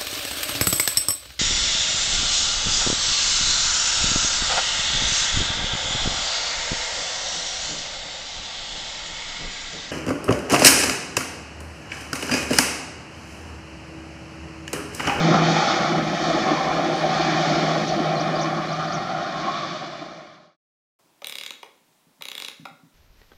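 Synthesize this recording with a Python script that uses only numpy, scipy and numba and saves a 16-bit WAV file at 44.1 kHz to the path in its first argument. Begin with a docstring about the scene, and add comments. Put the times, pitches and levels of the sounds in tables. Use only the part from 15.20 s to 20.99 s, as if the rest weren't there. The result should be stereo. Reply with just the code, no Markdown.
"""A turbulent jet roar surges over a low drone: an airliner rolls along a runway in reverse thrust.
The roar is noise shaped in octaves, coloured by resonances, reflections and cancellations; the drone is a shaken tone.
Light gusts, as low-frequency noise bursts, buffet the microphone, and a small bird chirps close by
on the right in swept sines. The recorder adds faint filtered hiss, and everything is faded out."""
import sys
import numpy as np
from scipy import signal
from scipy.fft import rfft, irfft, next_fast_len
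from scipy.io import wavfile
from numba import njit

SR = 44100
rng = np.random.default_rng(int(sys.argv[2]) if len(sys.argv) > 2 else 0)


def unload_wav(signal):
    """Save mono or channel-first audio to the path in sys.argv[1] as 16-bit WAV at rate SR, clipped to [-1, 1]."""
    wavfile.write(
        sys.argv[1],
        SR,
        np.round(np.clip(np.atleast_2d(signal).T, -1, 1) * 32767).astype(np.int16),
    )


N = 255322
TIME = np.arange(N) / SR
FREQ = np.maximum(np.arange(N // 2 + 1) * SR / N, 1)
ROLL_END_S = 5.366  # the fade-out reaches silence here too
TRAVELLED = np.minimum(TIME / ROLL_END_S, 1)  # share of the roll completed


def undb(db):
    """Amplitude ratio from a level: twenty decibels are a factor of ten."""
    return 10 ** (np.asarray(db) / 20)


def unit(x):
    """Normalisation of the mean power: rms 1."""
    return x / np.sqrt(np.mean(x ** 2))


def curves(table):
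    """Linear interpolation in time of each column of a table."""
    s, *columns = np.transpose(table)
    return [np.interp(TIME, s, column) for column in columns]


def colour(points):
    """Spectral envelope in dB: points (f/Hz, level/dB) joined on a log-frequency axis."""
    hz, db = np.transpose(points)
    return np.interp(np.log(FREQ), np.log(hz), db)


def filtered(x, gain):
    """Linear filtering: the spectrum is multiplied by a gain at each frequency."""
    return irfft(rfft(x) * gain, N)


def walk(rate_hz):
    """Low-passed random motion of rms 1, with changes up to about rate_hz a second."""
    return unit(filtered(rng.standard_normal(N), np.exp(-(FREQ / rate_hz) ** 2)))


def bell(peak_s, length_s):
    """Gaussian envelope in time, down to 1/e at length_s on either side of its peak."""
    return np.exp(-((TIME - peak_s) / length_s) ** 2)


def turbulence(burst_db, burst_hz):
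    """Intermittency of turbulence: noise whose level rises and falls in brief uneven bursts."""
    return rng.standard_normal(N) * unit(undb(burst_db * walk(burst_hz)))


@njit
def resonance(x, hz, width):
    """Second-order band-pass with a moving centre, gain 1 at the centre."""
    y, band, low = np.empty(len(x)), 0., 0.
    for i in range(len(x)):
        g = np.tan(np.pi * hz[i] / SR)
        damping = width / hz[i]
        v = (band + g * (x[i] - low)) / (1 + g * (g + damping))
        band = 2 * v - band
        low = low + 2 * g * v
        y[i] = damping * v
    return y


def buffeting():
    """Wind noise: turbulent pressure on each microphone port, independent between the two."""
    # gusts: t/s of the peak, level/dB
    gust_table = [(.5, -35.5), (3.77, -28.5), (4.45, -32), (5.15, -38.5)]
    # spectrum of the buffeting: f/Hz, relative level per Hz/dB
    buffet_points = [(25, -24.5), (60, -20), (95, -9.5), (150, 2), (220, -1.5), (330, -21), (600, -22.5),
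                     (1500, -49.5), (6000, -90.5)]
    rise_s, fall_s, breeze_db = 0.17, 0.21, -47.5  # times to change by a factor e
    wind = undb(breeze_db)
    for peak_s, db in gust_table:
        away = np.maximum((peak_s - TIME) / rise_s, (TIME - peak_s) / fall_s)
        wind = wind + undb(db) * np.exp(-away)
    gain = undb(colour(buffet_points))
    ports = [unit(filtered(turbulence(burst_db=3.0, burst_hz=22), gain)) for _ in range(2)]
    return wind * np.array(ports)


def bird(far_ear_db, far_ear_lag_s, rough, fall_rough, echo_db, echo_s):
    """Frequency modulation: whistles sweep to a sharp top and drop more roughly, with a faint echo."""
    # chirps: t/s at the top, rise/s, fall/s, start f/Hz, top f/Hz, end f/Hz, level/dB
    chirp_table = [ (1.7, .04, .055, 8330, 8400, 8300, -58.5), (1.778, .035, .04, 8400, 8920, 8550, -54),
                   (2.682, .013, .022, 4800, 6650, 5450, -30.5), (2.878, .022, .012, 3600, 3800, 3700, -36),
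                   (2.958, .006, .036, 4200, 4450, 3950, -31.5),
                   (3.010, .021, .017, 4200, 6200, 4150, -29.5),
                   (3.164, .011, .012, 4550, 5000, 4650, -30.5),
                   (3.221, .033, .027, 3700, 6750, 5100, -28.5), (3.489, .007, .018, 4050, 4200, 3950, -31),
                   (3.530, .022, .024, 4050, 5950, 3850, -32), (3.683, .013, .012, 4150, 5050, 4200, -30.5),
                   (3.738, .021, .029, 4400, 6800, 5300, -28)]
    song = np.zeros(N)
    wobble = walk(500)
    for top_s, rise, fall, start_hz, top_hz, end_hz, db in chirp_table:
        on = (TIME > top_s - rise) & (TIME < top_s + fall)
        t = TIME[on] - top_s
        rising = t < 0
        away = np.where(rising, -t / rise, t / fall)  # 0 at the top, 1 at either foot
        foot_hz = np.where(rising, start_hz, end_hz)
        sweep_hz = foot_hz + (top_hz - foot_hz) * (1 - away) ** 1.8
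        hz = sweep_hz * (1 + np.where(rising, rough, fall_rough) * wobble[on])
        whistle = np.sqrt(2) * np.sin(2 * np.pi * np.cumsum(hz) / SR)
        song[on] += undb(db) * (1 - away ** 6) * whistle
    # diffuse echo: decaying noise, different at each ear
    tail = rng.standard_normal((2, SR // 4)) * np.exp(-TIME[:SR // 4] / echo_s)
    echo = signal.fftconvolve(song[None], tail / np.linalg.norm(tail[0]), axes=1)[:, :N]
    # the left side is shaded and hears it a little later
    left = undb(far_ear_db) * np.interp(TIME - far_ear_lag_s, TIME, song)
    return np.array([left, song]) + undb(echo_db) * echo


def drone(waver, waver_hz):
    """Tone with random modulation: turbulence shakes the strength and phase of a sagging engine tone."""
    # the drone, strongest at first: t/s, level before the overall scaling/dB
    drone_table = [(0, -22), (.12, -20.5), (.39, -26.5), (.47, -41), (.8, -30), (1.1, -38), (1.8, -35),
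                   (2.15, -30), (2.8, -30.5), (3.65, -30), (3.85, -36), (4.45, -33), (4.85, -39.5),
                   (5.2, -37.5)]
    steady_hz, excess_hz, settle_s = 158.6, 5.756, 0.76
    level_db, = curves(drone_table)
    hz = steady_hz + excess_hz * np.exp(-TIME / settle_s)
    shaken = 1 + waver * (walk(waver_hz) + 1j * walk(waver_hz))
    tone = np.real(shaken * np.exp(2j * np.pi * np.cumsum(hz) / SR))
    return undb(level_db) * unit(tone)


def thrust():
    """Spectral balance of jet noise: slow level curves of rumble, roar and hiss (dB)."""
    # each of the three: t/s, level change/dB; the wind carries the roar
    rumble_table = [(0, -2), (.11, 3.5), (.36, 2.5), (.5, -5), (.7, -1), (.9, 1.5), (1.0, -2.5), (1.15, 2),
                    (1.35, 0.5), (1.55, -1), (1.85, -1), (2.05, -0.5), (2.55, 0.5), (3.4, 0), (3.55, -2.5),
                    (3.8, -4), (4.25, 2), (4.85, -1), (5.2, -4)]
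    roar_table = [(0, 2), (.1, 5.5), (.22, 4), (.28, 1.5), (.42, 4), (.6, 2.5), (.8, 0.5), (.88, -4),
                  (.98, -3.5), (1.1, -1.5), (1.27, 3.3), (1.38, 1), (1.62, 2), (1.82, -0.5), (2.0, 1),
                  (2.2, 2), (2.55, 1.5), (2.68, -6.5), (2.85, -1), (3.05, 1.5), (3.15, 1), (3.3, 2),
                  (3.54, -2), (3.78, 0.5), (3.85, -2), (3.95, 1.5), (4.2, 1.5), (4.3, 4), (4.4, 2),
                  (4.8, 1.5), (4.92, 0.5), (5.2, -1.5)]
    hiss_table = [(0, 2.5), (.2, 2.5), (.3, 6.5), (.4, 7), (.58, 3.8), (.78, -2.5), (.93, -2), (1.04, 3),
                  (1.25, 1), (1.55, -2), (1.86, -2), (1.96, 3.5), (2.07, 2), (2.3, 3), (2.55, 1),
                  (2.8, -2.5), (3.35, -3), (3.88, -2), (4.06, 0), (4.2, 2.5), (4.42, 5), (4.75, 2),
                  (5.2, -2.5)]
    return [curves(table)[0] for table in (rumble_table, roar_table, hiss_table)]


def surges(rumble_db, roar_db, hiss_db, flutter_db, flutter_hz, flicker_db, billow_db, flicker_hz):
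    """Level modulation by octave: slow surges, a shared quick flutter and a flicker of its own."""
    anchors = np.log([300, 920, 4200])  # centres of rumble, roar and hiss (Hz)
    flutter = flutter_db * walk(flutter_hz)
    bands = []
    for hz in 70 * 2. ** np.arange(8):
        low, mid, high = (np.interp(np.log(hz), anchors, row) for row in np.eye(3))
        slow = low * rumble_db + mid * roar_db + high * hiss_db
        # the largest eddies make the rumble billow more than the hiss
        flicker = (flicker_db + low * billow_db) * walk(flicker_hz)
        bands.append((hz, slow + flutter + flicker))
    return bands


def through_wind(source, shape_db, bands):
    """Time-varying filtering: coloured noise whose overlapping octaves follow their own level curves."""
    size = next_fast_len(N)
    spectrum = rfft(unit(filtered(source, undb(shape_db))), size)
    hz = np.maximum(np.arange(len(spectrum)) * SR / size, 1)
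    octave = np.clip(np.log2(hz / bands[0][0]), 0, len(bands) - 1.0)
    total = 0
    for k, (_, db) in enumerate(bands):
        share = np.maximum(1 - abs(octave - k), 0)
        total = total + irfft(spectrum * share, size)[:N] * undb(db)
    return total


def brief_swells(x):
    """Band-limited amplitude modulation: brief swells of the noise, each around its own pitch."""
    # swells: t/s at the peak, half length/s, f/Hz, width/Hz, boost (0 = none)
    swell_table = [(0.1, 0.047, 240, 120, .7), (0.161, .04, 1400, 800, 0.32), (0.716, 0.028, 320, 116, .8),
                   (0.932, 0.0089, 700, 250, 1), (1.315, 0.028, 290, 160, 1.1),
                   (1.409, 0.0055, 700, 397, 1.5), (1.85, 0.028, 470, 220, .7),
                   (2.727, 0.017, 720, 300, 1.7), (2.79, .018, 380, 400, .8),
                   (3.257, 0.0021, 750, 900, 1.8), (3.393, 0.0067, 280, 161, .8),
                   (4.283, 0.012, 850, 300, 1.7), (4.634, 0.018, 700, 400, 0.715),
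                   (4.82, .025, 341, 120, .9)]
    lifts = 0
    for peak_s, length_s, hz, width, boost in swell_table:
        band = resonance(x, np.full(N, float(hz)), float(width))
        lifts = lifts + boost * bell(peak_s, length_s) * band
    return x + lifts


def wandering(x, wander, wander_hz, swell_db, notch_wander, body_flicker_db, body_flicker_hz):
    """Moving resonance and interference: peaks glide and swell, a hollow comes and goes, a notch drifts."""
    # broad resonance, the body of the roar: t/s, f/Hz before wander, boost before flicker (0 = none)
    body_table = [(0, 634, .05), (.75, 656, .05), (1.05, 744, 0.7), (1.35, 740, 0.78), (1.8, 770, 0.68),
                  (2.1, 710, 0.49), (2.45, 720, 0.23), (2.7, 693, 0.94), (3.0, 716, 0.77), (3.3, 728, 0.62),
                  (3.75, 724, 1), (4.15, 723, 0.62), (4.45, 670, .1), (5.2, 629, 0.55)]
    # narrow resonances sinking in pitch: t/s at the fullest, length/s, f/Hz and width/Hz,
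    # boost (0 = none); frequency and boost are those before wander and swell
    strand_table = [(.25, .5, 96, 38, 0.66), (.25, 0.48, 850, 70, .45), (0.32, 0.39, 1330, 170, 0.55),
                    (1.4, .25, 1060, 130, 0.85), (1.06, .4, 1300, 60, 0.36), (1.1, .5, 1750, 220, 0.33),
                    (2.38, 0.34, 1190, 120, 0.47), (2.1, 0.24, 1814, 160, .25), (3.28, 0.12, 1350, 220, .4),
                    (3.5, 0.39, 1160, 60, .55), (3.9, 0.35, 1420, 129.8, 1), (4.35, 0.37, 1080, 69.5, 0.54),
                    (4.35, .45, 3600, 400, .35)]
    # ground reflection hollowing the roar below its body: t/s, f/Hz, depth (0-1)
    hollow_table = [(0, 428, 0), (.8, 425, 0.3), (.95, 460, 0.8), (1.12, 440, 0.3), (1.88, 436, .05),
                    (2.05, 477, 1), (2.25, 480, 0.6), (2.6, 446, .05), (3.35, 457, 0.4), (3.7, 478, 0.4),
                    (4.2, 448, 0.8), (5.2, 440, 0.3)]
    body_width_hz, hollow_width_hz, sink_hz_per_s = 110., 110., 12
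    notch_start_hz, notch_end_hz, notch_width_hz, notch_depth = 2794, 2645, 120., .9

    body_hz, body_boost = curves(body_table)
    strength = body_boost * undb(body_flicker_db * walk(body_flicker_hz))
    x = x + strength * resonance(x, body_hz * (1 + wander * walk(wander_hz)), body_width_hz)
    for full_s, length_s, hz, width, boost in strand_table:
        centre = (hz - sink_hz_per_s * (TIME - full_s)) * (1 + wander * walk(wander_hz))
        strength = boost * bell(full_s, length_s) * undb(swell_db * walk(wander_hz))
        x = x + strength * resonance(x, centre, float(width))
    hollow_hz, depth = curves(hollow_table)
    x = x - np.clip(depth, 0, 1) * resonance(x, hollow_hz, hollow_width_hz)
    # a cancellation between direct and reflected sound slides down along the roll
    slide_hz = notch_start_hz + (notch_end_hz - notch_start_hz) * TRAVELLED
    notch_hz = slide_hz * (1 + notch_wander * walk(2.6))
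    return x - notch_depth * resonance(x, notch_hz, notch_width_hz)


def multipath(x, echo_db, above_hz, longest_s, drift_s, count):
    """Comb filtering: short echoes over paths drifting with the air ripple the upper roar."""
    upper = filtered(x, 1 / (1 + (above_hz / FREQ) ** 4))
    delays = rng.uniform(longest_s / 10, longest_s, count)
    echoes = sum(np.interp(TIME - delay - drift_s * walk(0.51), TIME, upper) for delay in delays)
    return x + undb(echo_db) * echoes / np.sqrt(count)


def exhaust(rumble_db, roar_db, hiss_db):
    """Direct and diffuse sound: roar from straight ahead, its scattered part opposed between the ears."""
    # reversed exhaust, straight from the engines: f/Hz, relative level per Hz/dB
    jet_points = [(20, -34), (45, -24.5), (100, -20), (140, -3.5), (190, 3), (260, -2.5), (750, -6),
                  (1500, -8), (3000, -13.5), (4500, -15.5), (6400, -21.5), (8200, -43.5), (10000, -64.5),
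                  (15500, -71.5)]
    # roar scattered back from all sides: f/Hz, relative level per Hz/dB
    scatter_points = [(60, -29), (160, -15.5), (300, -10), (560, -12), (800, -8.5), (1750, -7), (2400, -8),
                      (2750, -9.5), (3100, -9.5), (4500, -9), (6500, -15.5), (7700, -27), (10000, -51.5)]
    # resonances and cancellations of nearby surfaces: f/Hz, width/Hz, first level/dB, last level/dB
    site_table = [(64.9, 14, 13.5, 11.5), (88, 26, 0, -5), (332.2, 69.6, 10, 6.5), (436, 42, -5, -2.5),
                  (490, 55, 6, -4), (603, 60, 5, 6.5), (714, 116, 5, 7.5), (808, 124, 5.5, -1.5),
                  (939.5, 101, -10, -12), (1210, 720, 1.5, 5), (1553, 226, -4.5, -5),
                  (2026, 90, -7.5, -1.5), (2347, 170, 2.5, 3), (2696, 270, -7, -4), (3530, 200, 2, 3.5),
                  (4024, 120, -9, 0), (4420, 180, 1, 4.5), (4780, 240, -3.5, 0), (6300, 190, -2, -6.5),
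                  (6820, 240, 0.5, -5.5)]
    # balance of the ears: f/Hz, left minus right level/dB
    port_points = [(1500, 0), (2800, 0), (4300, -3.5), (5500, -1.5), (6600, -5), (9000, -5.5)]
    jet_db, scatter_db = -22, -39
    bands = surges(rumble_db, roar_db, hiss_db, flutter_db=0.21, flutter_hz=23.9,
                   flicker_db=1.0, billow_db=1.03, flicker_hz=27.34)
    source = brief_swells(turbulence(burst_db=0.5, burst_hz=200))
    source = wandering(source, wander=0.028, wander_hz=2.0, swell_db=4.5, notch_wander=0.0065,
                       body_flicker_db=2, body_flicker_hz=12)
    # the colour of the surroundings passes from its first to its last state along the roll
    direct = 0
    for k, share in enumerate((1 - TRAVELLED, TRAVELLED)):
        site_db = sum(db[k] * np.exp(-2 * ((FREQ - hz) / width) ** 2) for hz, width, *db in site_table)
        direct = direct + share * through_wind(source, colour(jet_points) + site_db, bands)
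    direct = undb(jet_db) * multipath(direct, echo_db=-9.5, above_hz=560, longest_s=.014,
                                      drift_s=0.00016, count=6)
    # sound from many directions evens out part of the surging
    evened = [(hz, 0.72 * db) for hz, db in bands]
    scattered = through_wind(rng.standard_normal(N), colour(scatter_points), evened)
    scattered = undb(scatter_db) * scattered
    balance_db = colour(port_points) / 2
    left = filtered(direct, undb(balance_db)) + scattered
    right = filtered(direct, undb(-balance_db)) - scattered
    return np.array([left, right])


def scene():
    """Superposition of wind on the microphone, the bird, the engine drone and the exhaust roar."""
    chirps = bird(far_ear_db=-8, far_ear_lag_s=.00005, rough=.008, fall_rough=.015,
                  echo_db=-9, echo_s=.016)
    jet = exhaust(*thrust()) + drone(waver=0.21, waver_hz=18)
    return buffeting() + chirps + jet


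def record(dry):
    """Recording chain: additive electronic hiss, a straight fade to silence and a steep low-pass."""
    self_noise_db, fade_start_s, top_hz = -56, 2.524, 15600
    hiss_colour = colour([(100, -3.0), (9000, 3.5), (12000, -3.0), (15500, -11.5)])
    hiss = unit(filtered(rng.standard_normal((2, N)), undb(hiss_colour)))
    fader = np.clip((ROLL_END_S - TIME) / (ROLL_END_S - fade_start_s), 0, 1)
    faded = (dry + undb(self_noise_db) * hiss) * fader
    low_pass = signal.ellip(8, .2, 70, top_hz, fs=SR, output="sos")
    return signal.sosfilt(low_pass, faded)


dry = scene()
out = record(dry)
unload_wav(out)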